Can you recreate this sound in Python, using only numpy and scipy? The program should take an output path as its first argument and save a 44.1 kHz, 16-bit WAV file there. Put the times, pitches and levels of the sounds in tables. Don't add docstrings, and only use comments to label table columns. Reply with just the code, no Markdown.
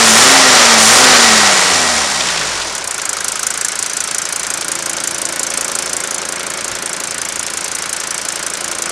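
import sys
import numpy as np
from scipy import signal
from scipy.fft import rfft, irfft, next_fast_len
from scipy.io import wavfile
from scipy.ndimage import uniform_filter1d

SR = 44100
rng = np.random.default_rng(int(sys.argv[2]) if len(sys.argv) > 2 else 0)


def volts(x):
    e = np.asarray(x, float) / 20
    return 10 ** e


def to_wav(sig):
    pcm = np.clip(np.atleast_2d(sig), -1, 1) * 32767
    pcm = np.round(pcm).astype(np.int16)
    wavfile.write(sys.argv[1], SR, pcm.T)


N = 392931
CYLINDERS = 5
CATCH_S = 2.7507
IDLE_RATE = 28.0205


def unit(x):
    return x / np.sqrt(np.mean(x ** 2) + 1e-20)


def along(points, hz):
    f, v = np.transpose(points)
    return np.interp(np.log(hz + 1), np.log(f + 1), v)


def curves(rows):
    s, *cols = np.transpose(rows)
    return np.array([np.interp(np.arange(N) / SR, s, c) for c in cols])


def by_speed(rows, rate):
    speed, *cols = np.transpose(rows)
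    return np.array([np.interp(rate, speed, c) for c in cols])


def ramp(start_s, length_s):
    return np.clip((np.arange(N) / SR - start_s) / length_s, 0, 1)


def wobble(rate):
    knots = rng.standard_normal(int(N * rate / SR) + 2)
    return np.interp(np.arange(N) * rate / SR, np.arange(len(knots)), knots)


def filtered(x, response):
    m = next_fast_len(N + 8192)
    return irfft(rfft(x, m) * response(np.fft.rfftfreq(m, 1 / SR)), m)[..., :N]


def scatter(starts, sounds):
    where = starts[:, None] + np.arange(sounds.shape[1])
    return np.bincount(where.ravel(), sounds.ravel(), N + SR)[:N]


# start_s, firings_per_s
CRANK_SPEED = [(0, 114.6), (.13, 109.5), (.31, 133.5), (.38, 135.3), (.6, 120.3), (.72, 114.5),
               (.86, 108.8), (1.02, 129.6), (1.16, 121.4), (1.5, 100.3), (1.95, 77.6), (2.42, 52.25),
               (2.75, 35.5)]


def crank():
    after = np.arange(N) / SR - CATCH_S
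    swing = 11.505 * np.exp(-np.abs(after) / .2541) * np.cos(2 * np.pi * .61426 * after + .8388)
    free = uniform_filter1d(curves(CRANK_SPEED)[0], size=1323)
    rate = np.where(after < 0, free, IDLE_RATE + swing)
    count = np.cumsum(rate) / SR
    return rate, count - count[round(CATCH_S * SR)]


def firings(count, every=1, late=0):
    number = np.arange(np.ceil(count[0] / every), (count[-1] - late) // every + 1).astype(int)
    return np.interp(number * every + late, count, np.arange(N)).astype(int), number


# open_s, held_s
BLIPS = [
    (.02, 0.34),
    (.77, 0.22),
]


def throttle():
    return sum(ramp(s, .032) - ramp(s + held, .09) for s, held in BLIPS)


# pitch_hz, t60_s, level_db
HEAD_MODES = [(6050, .036, 0), (6500, .03, -3), (7000, .03, -1), (7500, .03, -1), (8250, .028, -2),
              (8900, .025, -2), (9430, .028, -1), (10200, .028, -1), (11800, .025, -4)]
# freq_hz, level_db (per Hz)
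CRACK_COLOUR = [(2500, -54), (3600, -28), (4300, -13), (5500, -6.5), (5950, -6), (7500, -4), (9000, -4),
                (10400, -9), (10800, -12), (11900, -16.5), (12600, -15), (13600, -33), (14400, -62),
                (15000, -120)]


def combustion(count, free_db, idle_db):
    at, number = firings(count)
    cylinder = number % CYLINDERS
    t = np.arange(SR // 25) / SR
    luck = rng.standard_normal((len(at), 3 + 2 * len(HEAD_MODES)))
    misfire_db = -14 * (number == 2)
    db = np.where(count[at] < -.5, free_db[at], idle_db[cylinder, at] + misfire_db) + .5 * luck[:, 0]

    burn_s = .0055 * volts(1.5 * luck[:, 1:2])
    bay_answer = .4 * volts(-60 * t / .07)
    shape = (1 - np.exp(-t / .0011)) * (np.exp(-(t / burn_s) ** 2) + bay_answer)
    bursts = volts(2.7 * unit(uniform_filter1d(rng.standard_normal((len(at), len(t))), size=30)))
    sound = shape * bursts * rng.standard_normal(bursts.shape)

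    own_db = 1.5 * rng.standard_normal((CYLINDERS, len(HEAD_MODES)))
    for k, (hz, t60, mode_db) in enumerate(HEAD_MODES):
        level = volts(mode_db - 2 + own_db[cylinder, k] + 2.5 * luck[:, 3 + 2 * k])[:, None]
        pitch = hz * (1 + .011 * luck[:, 4 + 2 * k])[:, None]
        ring = np.sin(2 * np.pi * pitch * t) * volts(-60 * t / t60)
        sound += level * ring * (1 - np.exp(-t / .0016))
    sound /= np.sqrt(np.mean(sound[:, :420] ** 2, axis=1, keepdims=True))

    early_or_late_s = .0004 * luck[:, 2] - .0006
    start = np.maximum(at + (SR * early_or_late_s).astype(int), 0)
    cracks = scatter(start, volts(db + 2)[:, None] * sound)
    return filtered(cracks, lambda hz: volts(along(CRACK_COLOUR, hz)))


# firings_per_s, order_1_db, order_2_db, order_3_db, order_4_db (rms)
PIPES = [(28, -60, -58, -58.5, -63.5), (43, -46, -44, -53, -56), (52.4, -44, -52, -37, -48),
         (64, -46, -44, -40, -41), (77.6, -39, -45, -31.5, -47), (90, -41, -34.5, -33.5, -36),
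         (96, -54, -36, -47, -55), (102.3, -39, -28, -50, -46), (110, -43, -20, -47, -29),
         (123.4, -38, -29, -29.5, -26.5), (128, -39, -22.5, -29.5, -24), (136, -48, -22, -31, -39)]
BLIP_ORDERS_DB = (6, -1, 1, -2)
# freq_hz, level_db (rms of an order)
BAY_COLOUR = [(140, -55), (200, -52), (280, -52), (400, -55), (490, -47.5), (560, -44), (600, -49),
              (700, -54)]


def order_levels(rate, boom_db, gap_hz):
    bay_orders = range(5, 26)
    pipe_db = by_speed(PIPES, rate) + np.outer(BLIP_ORDERS_DB, throttle())
    quiet_db = -30 * (1 - ramp(2.88, .41))
    gap_db = 14 * ramp(4.35, .33)
    bay_db = []
    for hz in IDLE_RATE * np.array(bay_orders):
        boom = boom_db / (1 + (250 / hz) ** 2)
        gap = gap_db / (1 + (2 * (hz - gap_hz) / 24) ** 2)
        bay_db.append(along(BAY_COLOUR, hz) + boom + quiet_db + 2 * wobble(1.23) + gap)
    return [*zip(range(1, 1 + len(pipe_db)), pipe_db), *zip(bay_orders, bay_db)]


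# freq_hz, level_db (per Hz)
BLOCK_COLOUR = [(40, -45), (70, -18), (115, -17), (160, -10.5), (240, -12), (330, -7), (420, -6), (560, -5),
                (780, -6.5), (1100, -6), (1500, -42)]


def block(rate, count, thud_db, orders):
    at, number = firings(count)
    t = np.arange(SR // 8) / SR
    answer = rng.standard_normal((CYLINDERS, len(t)))
    answer -= .6 * answer.mean(0)
    answer *= (1 - np.exp(-(t / .0074) ** 2)) * volts(-60 * t / .22)
    kicks = np.zeros((CYLINDERS, N))
    kicks[number % CYLINDERS, at] = volts(.86 * rng.standard_normal(len(at))) / np.sqrt(rate[at])
    thud = unit(signal.oaconvolve(kicks * np.sqrt(28), answer, axes=1)[:, :N].sum(0))
    loose = .59 * rng.standard_normal(N) * volts(2.8 * np.cos(2 * np.pi * (count - .45)))
    total = volts(thud_db + .5) * unit(filtered(thud + loose, lambda hz: volts(along(BLOCK_COLOUR, hz))))
    for k, db in orders:
        level = np.sqrt(2) * volts(db + 1 + wobble(12))
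        waver = rng.normal(0, 11 / k) + .25 * wobble(2)
        total = total + level * np.cos(2 * np.pi * k * (count - .37) + waver)
    return total


# freq_hz, level_db (per Hz)
GEAR_FAST = [(180, -38), (300, -5), (700, -4.5), (1200, -2.5), (1940, -4.5), (2630, -6), (5560, -7.5),
             (9270, -15), (11000, -26.5), (13600, -42)]
GEAR_IDLE = [(180, -38), (300, -11), (550, -4), (807, -3), (1430, 5), (1850, 1), (3620, -4), (5650, -3.5),
             (6120, -3.5), (8030, -9.5), (9730, -14), (12600, -32), (13600, -33)]
# pitch_hz, width_hz, level_db
COVER_FAST = [(478, 80, -3), (614, 50, 2), (752, 60, 1), (1230, 250, -13), (1910, 110, -2.5),
              (5740, 540, -14.5), (7190, 200, -3)]
COVER_IDLE = [(574, 80, -6), (1440, 110, -16), (2243, 20, -8), (3400, 69, -31)]


def gear(rate, count, clatter_db, sizzle_db):
    fast = np.clip((rate - 32) / 30, 0, 1)
    turn = (count % 1) * (1 - .67 * fast)

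    def grit(shake_db):
        uneven_db = .5 * wobble(900) + .3 * wobble(6.7) + .93 * wobble(90)
        return rng.standard_normal(N) * volts(uneven_db - shake_db * turn)

    def colour(spectrum, peaks, hz):
        bumps = sum(volts(db) / (1 + (2 * (hz - c) / w) ** 2) for c, w, db in peaks)
        band = (hz < 13700) / (1 + (650 / (hz + 1)) ** 3)
        return volts(along(spectrum, hz)) * (1 + 1.55 * bumps) * band

    def high(hz):
        return 1 / (1 + (4000 / (hz + 1)) ** 6)

    heavy, light = grit(shake_db=5), grit(shake_db=7.5)
    total = 0
    for share, spectrum, peaks in ((fast, GEAR_FAST, COVER_FAST), (1 - fast, GEAR_IDLE, COVER_IDLE)):
        clatter = unit(filtered(heavy, lambda hz: colour(spectrum, peaks, hz) * np.sqrt(1 - high(hz))))
        sizzle = unit(filtered(light, lambda hz: colour(spectrum, peaks, hz) * np.sqrt(high(hz))))
        total = total + np.sqrt(share) * (volts(clatter_db + 2.5) * clatter + volts(sizzle_db) * sizzle)
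    return total


def knocks(at, hz, ring_db, tick_db, t60, spread=.014):
    t = np.arange(SR // 30) / SR
    luck = rng.standard_normal((len(at), 3))
    pitch = (hz * (1 + spread * luck[:, 0]))[:, None]
    ring = np.sin(2 * np.pi * pitch * t) * volts(-60 * t / t60) * (1 - np.exp(-t / .001))
    tick = rng.standard_normal(ring.shape) * volts(-60 * t / .016)
    ring_level = volts(ring_db + 1.7 * luck[:, 1])[:, None]
    tick_level = volts(tick_db + 2 * luck[:, 2])[:, None]
    return scatter(at, ring_level * ring + tick_level * tick)


SLAP_HZ = (1510, 1416, 1318, 1673, 1447)
# late_firings (after the first cylinder), ring_hz, ring_db, tick_db
VALVES = [(.5, 7000, -60, -13.5), (1.25, 2240, -19.5, -33), (1.6, 5470, -20.5, -27),
          (2.302, 3400, -27, -34), (2.351, 5130, -25.5, -14.5), (2.5, 2240, -25.5, -11.5),
          (3.502, 4800, -31, -43), (3.871, 2310, -27, -36), (3.868, 4230, -27, -45),
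          (4.101, 4100, -53, -17), (4.5, 4850, -25.5, -44)]


def valves(rate, count, clatter_db, slap_db):
    gain_db = clatter_db + 29.5 - 9 * np.log10(rate / 28)
    at, number = firings(count)
    slap_hz = np.take(SLAP_HZ, number % CYLINDERS)
    total = knocks(at, slap_hz, gain_db[at] + slap_db[at], -60, t60=.036, spread=.053)
    for late, hz, ring_db, tick_db in VALVES:
        at, _ = firings(count, CYLINDERS, late)
        total += knocks(at, hz, gain_db[at] + ring_db, gain_db[at] + tick_db, t60=.038)
    colour = [(500, -49), (1000, -3.5), (7000, -1.0), (11000, -18), (13500, -38)]
    return filtered(total, lambda hz: volts(along(colour, hz)))


# freq_hz, level_db (per Hz)
AIR_COLOUR = [(8, -20), (25, -14), (60, -6), (120, -4), (300, -64)]


def draught(rate):
    air = unit(filtered(rng.standard_normal(N), lambda hz: volts(along(AIR_COLOUR, hz))))
    return volts(-56 + 6.5 * np.log10(rate / 28) + 4.5 * wobble(11)) * air


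# start_s, peak_db
DIPSTICK = [
    (2.2054, 5),
    (2.2857, 1),
    (2.3094, -3),
    (2.356, -6),
    (2.3734, -1),
    (2.4503, -8),
    (2.4713, -8),
    (2.4894, -11),
    (2.615, 0),
]


def dipstick():
    s, db = np.transpose(DIPSTICK)
    t = np.arange(SR // 25) / SR
    scrape = rng.standard_normal((len(s), len(t))) * (1 - np.exp(-t / .0014)) * volts(-60 * t / .049)
    scrapes = scatter((s * SR).astype(int), volts(db - 2)[:, None] * scrape)
    colour = [(1200, -42), (2500, -4.5), (3500, .5), (5000, -9), (8000, -9), (12000, -50)]
    return filtered(scrapes, lambda hz: volts(along(colour, hz)))


CAPPED_DB = (-8.5, -11.5, -12, -12, -8.5)
UNCAPPED_DB = (-7.5, -11, -9.5, -12.5, -10.5)
FRONT_DB = (1, 0.5, -2.5, -1, -1.5)


def idle_cracks(near_db):
    cap_off = ramp(6.35, .8)
    leaning = ramp(2.8, .42) - ramp(3.9, .42)
    cap_db = np.outer(CAPPED_DB, 1 - cap_off) + np.outer(UNCAPPED_DB, cap_off)
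    return near_db + cap_db + np.outer(FRONT_DB, leaning)


# firings_per_s, thud_db,
# clatter_db, sizzle_db, crack_db
SPEED = [(36.4, -29.5, -32, -28, -25), (50, -28.5, -27, -25, -24), (70, -27.5, -23, -20, -19.5),
         (92, -22, -17.5, -16, -16), (107.5, -21.5, -14.5, -14, -16), (121, -18.5, -13, -11.5, -17.5),
         (137, -17.5, -13, -12.5, -21)]
# start_s, near_db (to the head), boom_db (of the bay), gap_hz (under the hand),
# bores_db (view of the bores)
MIC = [(2.75, -3, -4, 337, -33), (3.1, 0.5, 4, 335, -12.5), (3.4, 2.5, -8, 335, -14),
       (4.25, 1, -9, 340, -20), (4.6, 0, -2.5, 330, -19), (5.4, 0.5, 2, 333, -25), (5.75, 1.5, 2, 359, -17),
       (6.15, -1, 1, 360, -19), (6.4, -4, 0.5, 364, -25), (7, -2.5, -1, 366, -34), (7.3, -2, -6, 341, -27),
       (8.2, -1.5, -5.5, 345, -47), (8.7, -2.5, -1, 346, -28), (8.91, -1.5, -2, 345, -14)]


def scene():
    rate, count = crank()
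    thud_db, clatter_db, sizzle_db, free_db = by_speed(SPEED, rate)
    near_db, boom_db, gap_hz, bores_db = curves(MIC)
    idle = ramp(CATCH_S, .16)

    def blend(free, governed):
        return free + idle * (governed - free)

    thud_db = blend(thud_db, -33.5 + .18 * boom_db)
    clatter_db = blend(clatter_db, -29 - 1.5 * (1 - ramp(2.7, .35)))
    sizzle_db = blend(sizzle_db, -28.5 + .74 * near_db)
    slap_db = blend(-21.5, bores_db)
    fuelled_db = free_db + 10 * throttle()
    engine = combustion(count, fuelled_db, idle_cracks(near_db))
    engine = engine + block(rate, count, thud_db, order_levels(rate, boom_db, gap_hz))
    engine = engine + gear(rate, count, clatter_db, sizzle_db)
    engine = engine + valves(rate, count, clatter_db, slap_db)
    return (engine + draught(rate) + dipstick())[None]


def band_limit(x):
    return signal.sosfilt(signal.butter(12, 15620, fs=SR, output="sos"), x)


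def record(dry):
    heard = filtered(dry, lambda hz: hz < 14000)
    clipped = heard / (1 + np.abs(heard / .92) ** 14) ** (1 / 14)
    dulled = filtered(clipped, lambda hz: volts(along([(12000, 0), (14500, -7.5)], hz)))
    return band_limit(np.clip(dulled, -1, 1))


dry = scene()
out = record(dry)
to_wav(out)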